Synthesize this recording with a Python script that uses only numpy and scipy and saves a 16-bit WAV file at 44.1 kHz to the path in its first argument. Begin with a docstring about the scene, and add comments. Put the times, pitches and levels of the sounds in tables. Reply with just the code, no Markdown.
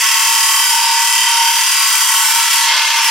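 """The fast, harsh rasp of a cordless reciprocating saw cutting a steel exhaust pipe under a car.
The same teeth drag over the cut on every stroke, so their force nearly repeats at the stroke rate.
Each new stroke bites with a knock, and this force rings the pipe and the silencer can.
Under it lie a faint motor hum and the low rumble of the garage, made from filtered noise.
A phone close by hears it all: it cuts the top treble and turns down the loudest peaks."""
import sys
import numpy as np
from scipy import signal
from scipy.fft import rfft, irfft
from scipy.io import wavfile
from scipy.ndimage import uniform_filter1d, minimum_filter1d, map_coordinates

SR = 44100
rng = np.random.default_rng(int(sys.argv[2]) if len(sys.argv) > 2 else 0)


def generate_wav(signal):
    """Clip the signal to [-1, 1] and save it as 16-bit WAV at the path in sys.argv[1]."""
    frames = np.transpose(np.atleast_2d(signal))
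    scaled = np.clip(frames, -1, 1) * 32767
    pcm = np.round(scaled).astype(np.int16)
    wavfile.write(sys.argv[1], SR, pcm)


N = 136710  # length in samples

# Speed of the blade; the motor sags as the blade is pressed in: t/s, rate/strokes per s
STROKE_RATE = [(0, 37.7), (.1, 37.7), (.29, 38.2), (.53, 37.95), (.7, 37.35), (.86, 36.72), (1.05, 37.22),
               (1.19, 37.5), (1.28, 37.35), (1.42, 36.83), (1.52, 37.0), (1.73, 38.0), (1.86, 38.0),
               (1.98, 37.6), (2.18, 38.1), (2.34, 38.65), (2.48, 38.2), (2.65, 38.7), (2.76, 37.2),
               (2.9, 35.6), (3.1, 35.7)]
# How much of the tooth force repeats from stroke to stroke; rough near the end: t/s, share of power/0-1
REPEAT_SHARE = [(0, 0.27), (.2, 0.77), (1.6, 0.78), (2.5, 0.52), (2.7, 0.48), (3.1, 0.31)]
# Rasp in four ranges: t/s, level/dB under the lowest split, then middle, lower treble, upper treble
RASP_LEVELS = [(0.0, -43.5, -16.5, -24, -22.5), (0.48, -45, -19.5, -23, -20.5), (0.7, -45, -19, -23.5, -21),
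               (0.83, -36, -18.5, -26, -24), (0.91, -39.5, -19, -24.5, -26.5),
               (1.11, -39.5, -19.5, -22.5, -21.5), (1.29, -45, -17, -25.5, -24),
               (1.39, -37.5, -17.5, -26, -24), (1.67, -45.5, -18, -25, -22), (2.3, -41.5, -17, -23, -19),
               (2.49, -44, -17.5, -25.5, -23.5), (2.54, -45, -15.5, -26, -19), (2.65, -41, -17, -24, -24.5),
               (2.72, -34.5, -13.5, -32, -29), (2.88, -37, -15.5, -27, -28.5), (2.93, -39, -16, -29, -29),
               (2.98, -34, -14.5, -28, -24.5), (3.0, -42, -15, -31, -30), (3.03, -40, -16, -27, -24),
               (3.1, -39.5, -15.5, -27, -24)]
# Borders between those four ranges: f/Hz
RASP_SPLITS = [840, 5600, 8000]
# Tone of the rasp between the modes, before its ranges are levelled: f/Hz, level/dB per Hz
RASP_TONE = [(30, -80), (400, -70), (560, -21), (680, -21), (800, -19), (1000, -1.5), (1250, -9.5),
             (1600, -7.5), (2500, -7), (3200, -2), (4000, -17), (5500, -4), (9000, -5.5), (11000, -7.5),
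             (13000, -6.5), (16000, -17)]
# Weaker modes of pipe and can: f/Hz
MODE_PITCHES = [665, 775, 1049, 1165, 1500, 1745, 2131, 2401, 2545, 2699, 2818, 2958, 3251, 3340, 3750,
                4290, 4700, 5690, 6005, 6370, 6820, 6975, 7329, 7561, 7820, 8443, 8640, 8830, 9320, 9652,
                10100, 10300, 11500, 12800]
# Their widths: f/Hz
MODE_WIDTHS = [22, 25, 16, 40, 28, 40, 20, 18, 22, 35, 20, 40, 20, 90, 140, 80, 35, 50, 80, 60, 26, 70, 18,
               20, 55, 22, 40, 75, 66, 45, 80, 55, 50, 80]
# Their strengths relative to each other: level/dB
MODE_STRENGTHS = [-16.5, -21.5, -9.5, -8, -1.5, -2.5, -1.5, -6, -12, -7, -10, -4.5, -9.5, -6.5, -10.5, -10,
                  -1.5, -1, 4, -1, -6.5, -12, 0, 0, -7, -0.5, -9, -7, -0.5, 6, 2, 5.5, -18, -7]
# Strongest rings of pipe and can, low to high: f/Hz
RING_PITCHES = [893, 923.9, 1103.5, 1340, 1960, 2325, 2580, 3125, 4050, 4810, 5360]
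# Width of each ring's first resonance: f/Hz
RING_WIDTHS = [14, 15, 16, 25, 45, 30, 300, 45, 900, 200, 140]
# Rings as the grip on the can shifts, before the bass is thinned: t/s, level/dB of each ring, low to high
RING_LEVELS = [(0.0, -44, -29, -33, -36, -25, -31, -34, -43, -39, -27, -32),
               (0.05, -35.5, -28.5, -23.5, -32, -22.5, -36, -27, -28, -34, -30, -22),
               (0.29, -31.5, -22.5, -27.5, -40, -27, -32, -29, -27, -28, -28, -27),
               (0.58, -30.5, -26.5, -23.5, -36, -24, -32, -32, -21.5, -31.5, -27, -24),
               (0.68, -28, -28, -34, -40, -25.5, -26, -34, -24, -29, -26, -24),
               (0.74, -25, -22, -38, -40, -30, -45, -30, -27, -32, -29, -24),
               (0.92, -40, -17.5, -32.5, -48, -27, -30, -30, -29.5, -29, -26, -26.5),
               (1.15, -29.5, -24, -34, -40, -23, -37, -29, -22, -31, -28, -27),
               (1.21, -29, -23.5, -42, -51, -23, -37, -29, -18.5, -33, -25, -34),
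               (1.39, -37, -16, -33, -45, -26, -47, -33, -23, -32, -27, -23),
               (1.48, -36, -17.5, -44, -47, -34, -47, -29, -19.5, -34, -25, -34),
               (1.61, -28, -28, -47, -41, -25, -34, -35, -27, -32, -27.5, -29),
               (1.81, -37, -28, -24.5, -30, -27, -28, -27, -30.5, -27, -23.5, -31),
               (2.06, -32.5, -27, -31, -30.5, -24.5, -34, -42, -26, -34, -32, -34),
               (2.17, -33, -23, -25.5, -31, -25, -33, -46, -22, -30, -40, -27),
               (2.29, -26.5, -26, -34, -38, -36, -28, -49, -36, -27.5, -39, -22),
               (2.42, -41, -19, -33, -26, -28, -27, -36, -45, -28, -29, -31),
               (2.53, -45, -26.5, -31, -28, -25.5, -29, -40, -37, -27, -38, -23.5),
               (2.67, -29.5, -23, -25, -39, -23, -38, -33, -25, -22.5, -40, -28),
               (2.89, -32.5, -26, -61, -48, -40, -50, -28, -35, -24, -43, -33),
               (3.06, -26.5, -21.5, -40, -48, -26, -26, -25, -47, -31, -40, -21.5),
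               (3.1, -24.5, -22, -44, -37, -23, -28, -31, -34, -28, -24, -31)]
# Push of the singing teeth on each ring, low to high: level/dB
RING_SWELLS = [10, 10, 6, 3, 4, 2, 6, 14, -20, 3, 4]
# The low rings hardly radiate below their pitch: f/Hz, level/dB
BASS_THINNING = [(20, -44), (500, -8.5), (850, -0.5), (22000, 0)]
# Tone of the faint garage rumble: f/Hz, relative level/dB per Hz
RUMBLE_TONE = [(20, -8), (60, -2), (150, -0.5), (300, 3), (500, 10), (800, -2), (2000, -60)]
# Faint motor hum: t/s, level/dB
HUM_LEVEL = [(0, -61.5), (1.3, -65), (1.6, -73), (3.1, -76)]
# Stereo width, side against mid: f/Hz, level/dB
STEREO_WIDTH = [(60, -14), (110, -19), (200, -49), (380, -4), (700, -27.5), (1290, -17), (2380, -12),
                (4400, -4), (8120, 0.5), (15000, -1)]

START_TURNS = 1.75  # place in the stroke cycle at the start
BITE_DB, BACK_DB, BITE_FADE_TURNS = 6, 2, 0.39  # jump at a bite, at the return stroke; fall to 37 %
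BITE_SCATTER_DB, BITE_JITTER_TURNS = 1.2, .03  # random spread of the jump and of its delay
PATTERN_LIFE = 0.874  # likeness of one stroke's tooth pattern to the next
GRIT_DB, GRIT_FROM_HZ = 2, 1500  # mean random boost of fresh grit; it is thin below this pitch
KNOCK_DB, KNOCK_SCATTER_DB = -19, 7.1  # level beside the rasp; spread if no force repeated
SCATTER_T60_S, GARAGE_T60_S = 0.077, 0.2  # time for echoes to fall 60 dB
MODES_DB, MODE_WALK_DB = -26, 2.5  # shared mode level before range levelling; random wandering
SWELL_S = .016  # length of one swell of singing
RUMBLE_DB, RUMBLE_FLICKER_DB = -54, 3
HUM_HZ = 260.7
TREBLE_LEAN_DB = 5  # left against right, before the lean is shaped by pitch
TOP_HZ = 16000
LIMIT, LIMIT_S = .94, .003  # highest peak aimed for (full scale = 1), reach of the limiter


def undb(db):
    """Turn decibels into a plain amplitude factor."""
    return 10 ** (np.asarray(db) / 20)


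def unit(x):
    """Scale to an average (RMS) level of 1."""
    return x / np.sqrt(np.mean(x ** 2))


def curve(table, col):
    """Draw straight lines through one column of a table over time."""
    points = np.array(table)
    return np.interp(np.arange(N) / SR, points[:, 0], points[:, col])


def smooth_twice(x, k):
    """Take a moving average over k samples, two times."""
    return uniform_filter1d(uniform_filter1d(x, k), k)


def walk(rate):
    """Random levels held 1 / rate s and slewed twice; spread near 1."""
    k = int(SR / rate)
    held = np.repeat(rng.standard_normal(N // k + 1), k)
    return 1.4 * smooth_twice(held, k)[:N]


def steady(x, span_s=0.073):
    """Divide out the slow level so that a curve can set it."""
    return x / np.sqrt(smooth_twice(x ** 2, int(span_s * SR)) + 1e-12)


def colour(x, table):
    """Shape the tone by (f/Hz, level/dB) points, joined on a logarithmic pitch scale."""
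    hz = np.arange(N // 2 + 1) * SR / N + 1
    points = np.array(table, float)
    gain_db = np.interp(np.log(hz), np.log(points[:, 0] + 1), points[:, 1])
    return irfft(rfft(x) * undb(gain_db), N)


def mode(x, hz, width_hz):
    """Two-pole resonance, like one ringing pitch of metal; gain 1 at the centre."""
    return signal.lfilter(*signal.iirpeak(hz, hz / width_hz, fs=SR), x)


def scatter(x, t60_s):
    """Dense reflections between floor, car and walls: fading noise as an echo."""
    t = np.arange(16384) / SR
    echo = rng.standard_normal(len(t)) * undb(-60 * t / t60_s)
    return unit(signal.fftconvolve(x, echo)[:N])


def worn_teeth(turns, strokes):
    """Repeating tooth force: each stroke replays the last one's pattern, slightly changed."""
    points = 1170  # pattern points per stroke
    warmup = 20  # strokes dropped while the pattern settles
    noise = rng.standard_normal((strokes + warmup, points))
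    pattern = signal.lfilter([np.sqrt(1 - PATTERN_LIFE ** 2)], [1, -PATTERN_LIFE], noise, axis=0)[warmup:]
    return unit(map_coordinates(pattern.ravel(), [turns * points], order=3))


def fresh_grit():
    """Grit that never repeats: uneven noise with thin bass."""
    grit = unit(rng.standard_normal(N) * undb(GRIT_DB * rng.exponential(size=N)))
    return colour(grit, [(20, -8), (1200, -8), (GRIT_FROM_HZ, 0), (22000, 0)])


def teeth():
    """Force on the pipe: a tooth pattern that slowly wears, fresh grit, and a knock at each bite."""
    turns = START_TURNS + np.cumsum(curve(STROKE_RATE, 1)) / SR
    stroke = turns.astype(int)
    strokes = 130  # more than are played
    delay_draw, bite_draw, knock_draw = rng.standard_normal((strokes, 3))[stroke].T
    worn = worn_teeth(turns, strokes)
    fresh = fresh_grit()
    share = curve(REPEAT_SHARE, 1)
    since_bite = turns - stroke - np.abs(BITE_JITTER_TURNS * delay_draw)
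    bite_db = (BITE_DB + BITE_SCATTER_DB * bite_draw) * np.exp(-(since_bite % 1) / BITE_FADE_TURNS)
    back_db = BACK_DB * np.exp(-((turns + .5) % 1) / BITE_FADE_TURNS)  # half a turn later
    grind = np.sqrt(share) * worn + np.sqrt(1 - share) * fresh
    rasp = unit(grind * undb(bite_db * (since_bite > 0) + back_db))
    clicks = np.diff(stroke, prepend=stroke[0])  # one sample at each new stroke
    knock = unit(clicks * undb(KNOCK_SCATTER_DB * (1 - share) * knock_draw))
    return rasp, knock


def weak_modes(force):
    """Weaker resonances of pipe and can, each wandering in level."""
    total = 0
    for hz, width, db in zip(MODE_PITCHES, MODE_WIDTHS, MODE_STRENGTHS):
        level = undb(MODES_DB + db + MODE_WALK_DB * walk(4.056))
        total = total + level * steady(mode(force, hz, width), 0.28)
    return colour(total, BASS_THINNING)


def level_rasp(body):
    """Split the body sound into four pitch ranges and give each its own level over time."""
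    lower, out = 0, 0
    for col, hz in enumerate(list(RASP_SPLITS) + [None], start=1):
        if hz is None:
            upper = body
        else:
            upper = signal.sosfiltfilt(signal.butter(4, hz, fs=SR, output="sos"), body)
        out = out + steady(upper - lower) * undb(curve(RASP_LEVELS, col))
        lower = upper
    return out


def strong_rings(force, knock):
    """Strongest rings: evenly spaced teeth sing at each ring once a stroke and drive it with the force."""
    clean = np.clip(1.29 * curve(REPEAT_SHARE, 1), 0, 1) ** 2  # singing fades as the cut turns rough
    t = np.arange(int(SWELL_S * SR)) / SR
    rings = 0
    for j, (hz, width) in enumerate(zip(RING_PITCHES, RING_WIDTHS)):
        swell = np.sin(np.pi * t / SWELL_S) ** 2 * np.sin(2 * np.pi * hz * t)
        singing = signal.fftconvolve(knock * clean, swell)[:N] * 4 / len(t)
        drive = force + undb(RING_SWELLS[j]) * singing
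        ring = steady(mode(mode(drive, hz, width), hz, 3.94 * width), 0.084)
        sign = -1 if j == 0 else 1  # the lowest pair moves in opposition, which sets its beat
        rings = rings + sign * ring * undb(curve(RING_LEVELS, j + 1))
    return colour(rings, BASS_THINNING)


def pipe(rasp, knock):
    """The struck metal: levelled rasp with weak modes in it, plus the strongest rings."""
    force = rasp + undb(KNOCK_DB) * knock
    body = colour(0.5 * scatter(rasp, SCATTER_T60_S) + rasp, RASP_TONE)
    body = body + weak_modes(force)
    return level_rasp(body) + strong_rings(force, knock)


def garage_rumble():
    """Faint low noise whose level flickers."""
    flicker = undb(RUMBLE_FLICKER_DB * walk(14.))
    return unit(colour(rng.standard_normal(N) * flicker, RUMBLE_TONE)) * undb(RUMBLE_DB)


def motor_hum():
    """Faint hum: noise through one narrow resonance."""
    return unit(mode(rng.standard_normal(N), HUM_HZ, 7.9)) * undb(curve(HUM_LEVEL, 1))


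def scene():
    """Mix the sources and spread them in stereo with garage echoes and a treble lean to the left."""
    mid = pipe(*teeth()) + garage_rumble() + motor_hum()
    side = colour(scatter(mid, GARAGE_T60_S), STEREO_WIDTH) * np.sqrt(np.mean(mid ** 2))
    treble = colour(mid, [(20, -40), (5000, -59), (8000, -11), (22000, 6)])
    lean = treble * (undb(TREBLE_LEAN_DB / 2) - 1)
    return np.array([mid + side + lean, mid - side - lean])


def cut_top(x):
    """Steep low-pass filter: almost nothing passes well above TOP_HZ."""
    return signal.sosfilt(signal.ellip(12, .2, 80, TOP_HZ, fs=SR, output="sos"), x)


def record(dry):
    """The phone cuts the top and its limiter turns down the rare loudest peaks."""
    top = cut_top(dry)
    k = int(LIMIT_S * SR)
    needed = np.minimum(1, LIMIT / (np.abs(top).max(axis=0) + 1e-9))
    gain = smooth_twice(minimum_filter1d(needed, 2 * k + 1), k)  # starts before each peak
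    return cut_top(top * gain)


dry = scene()
out = record(dry)
generate_wav(out)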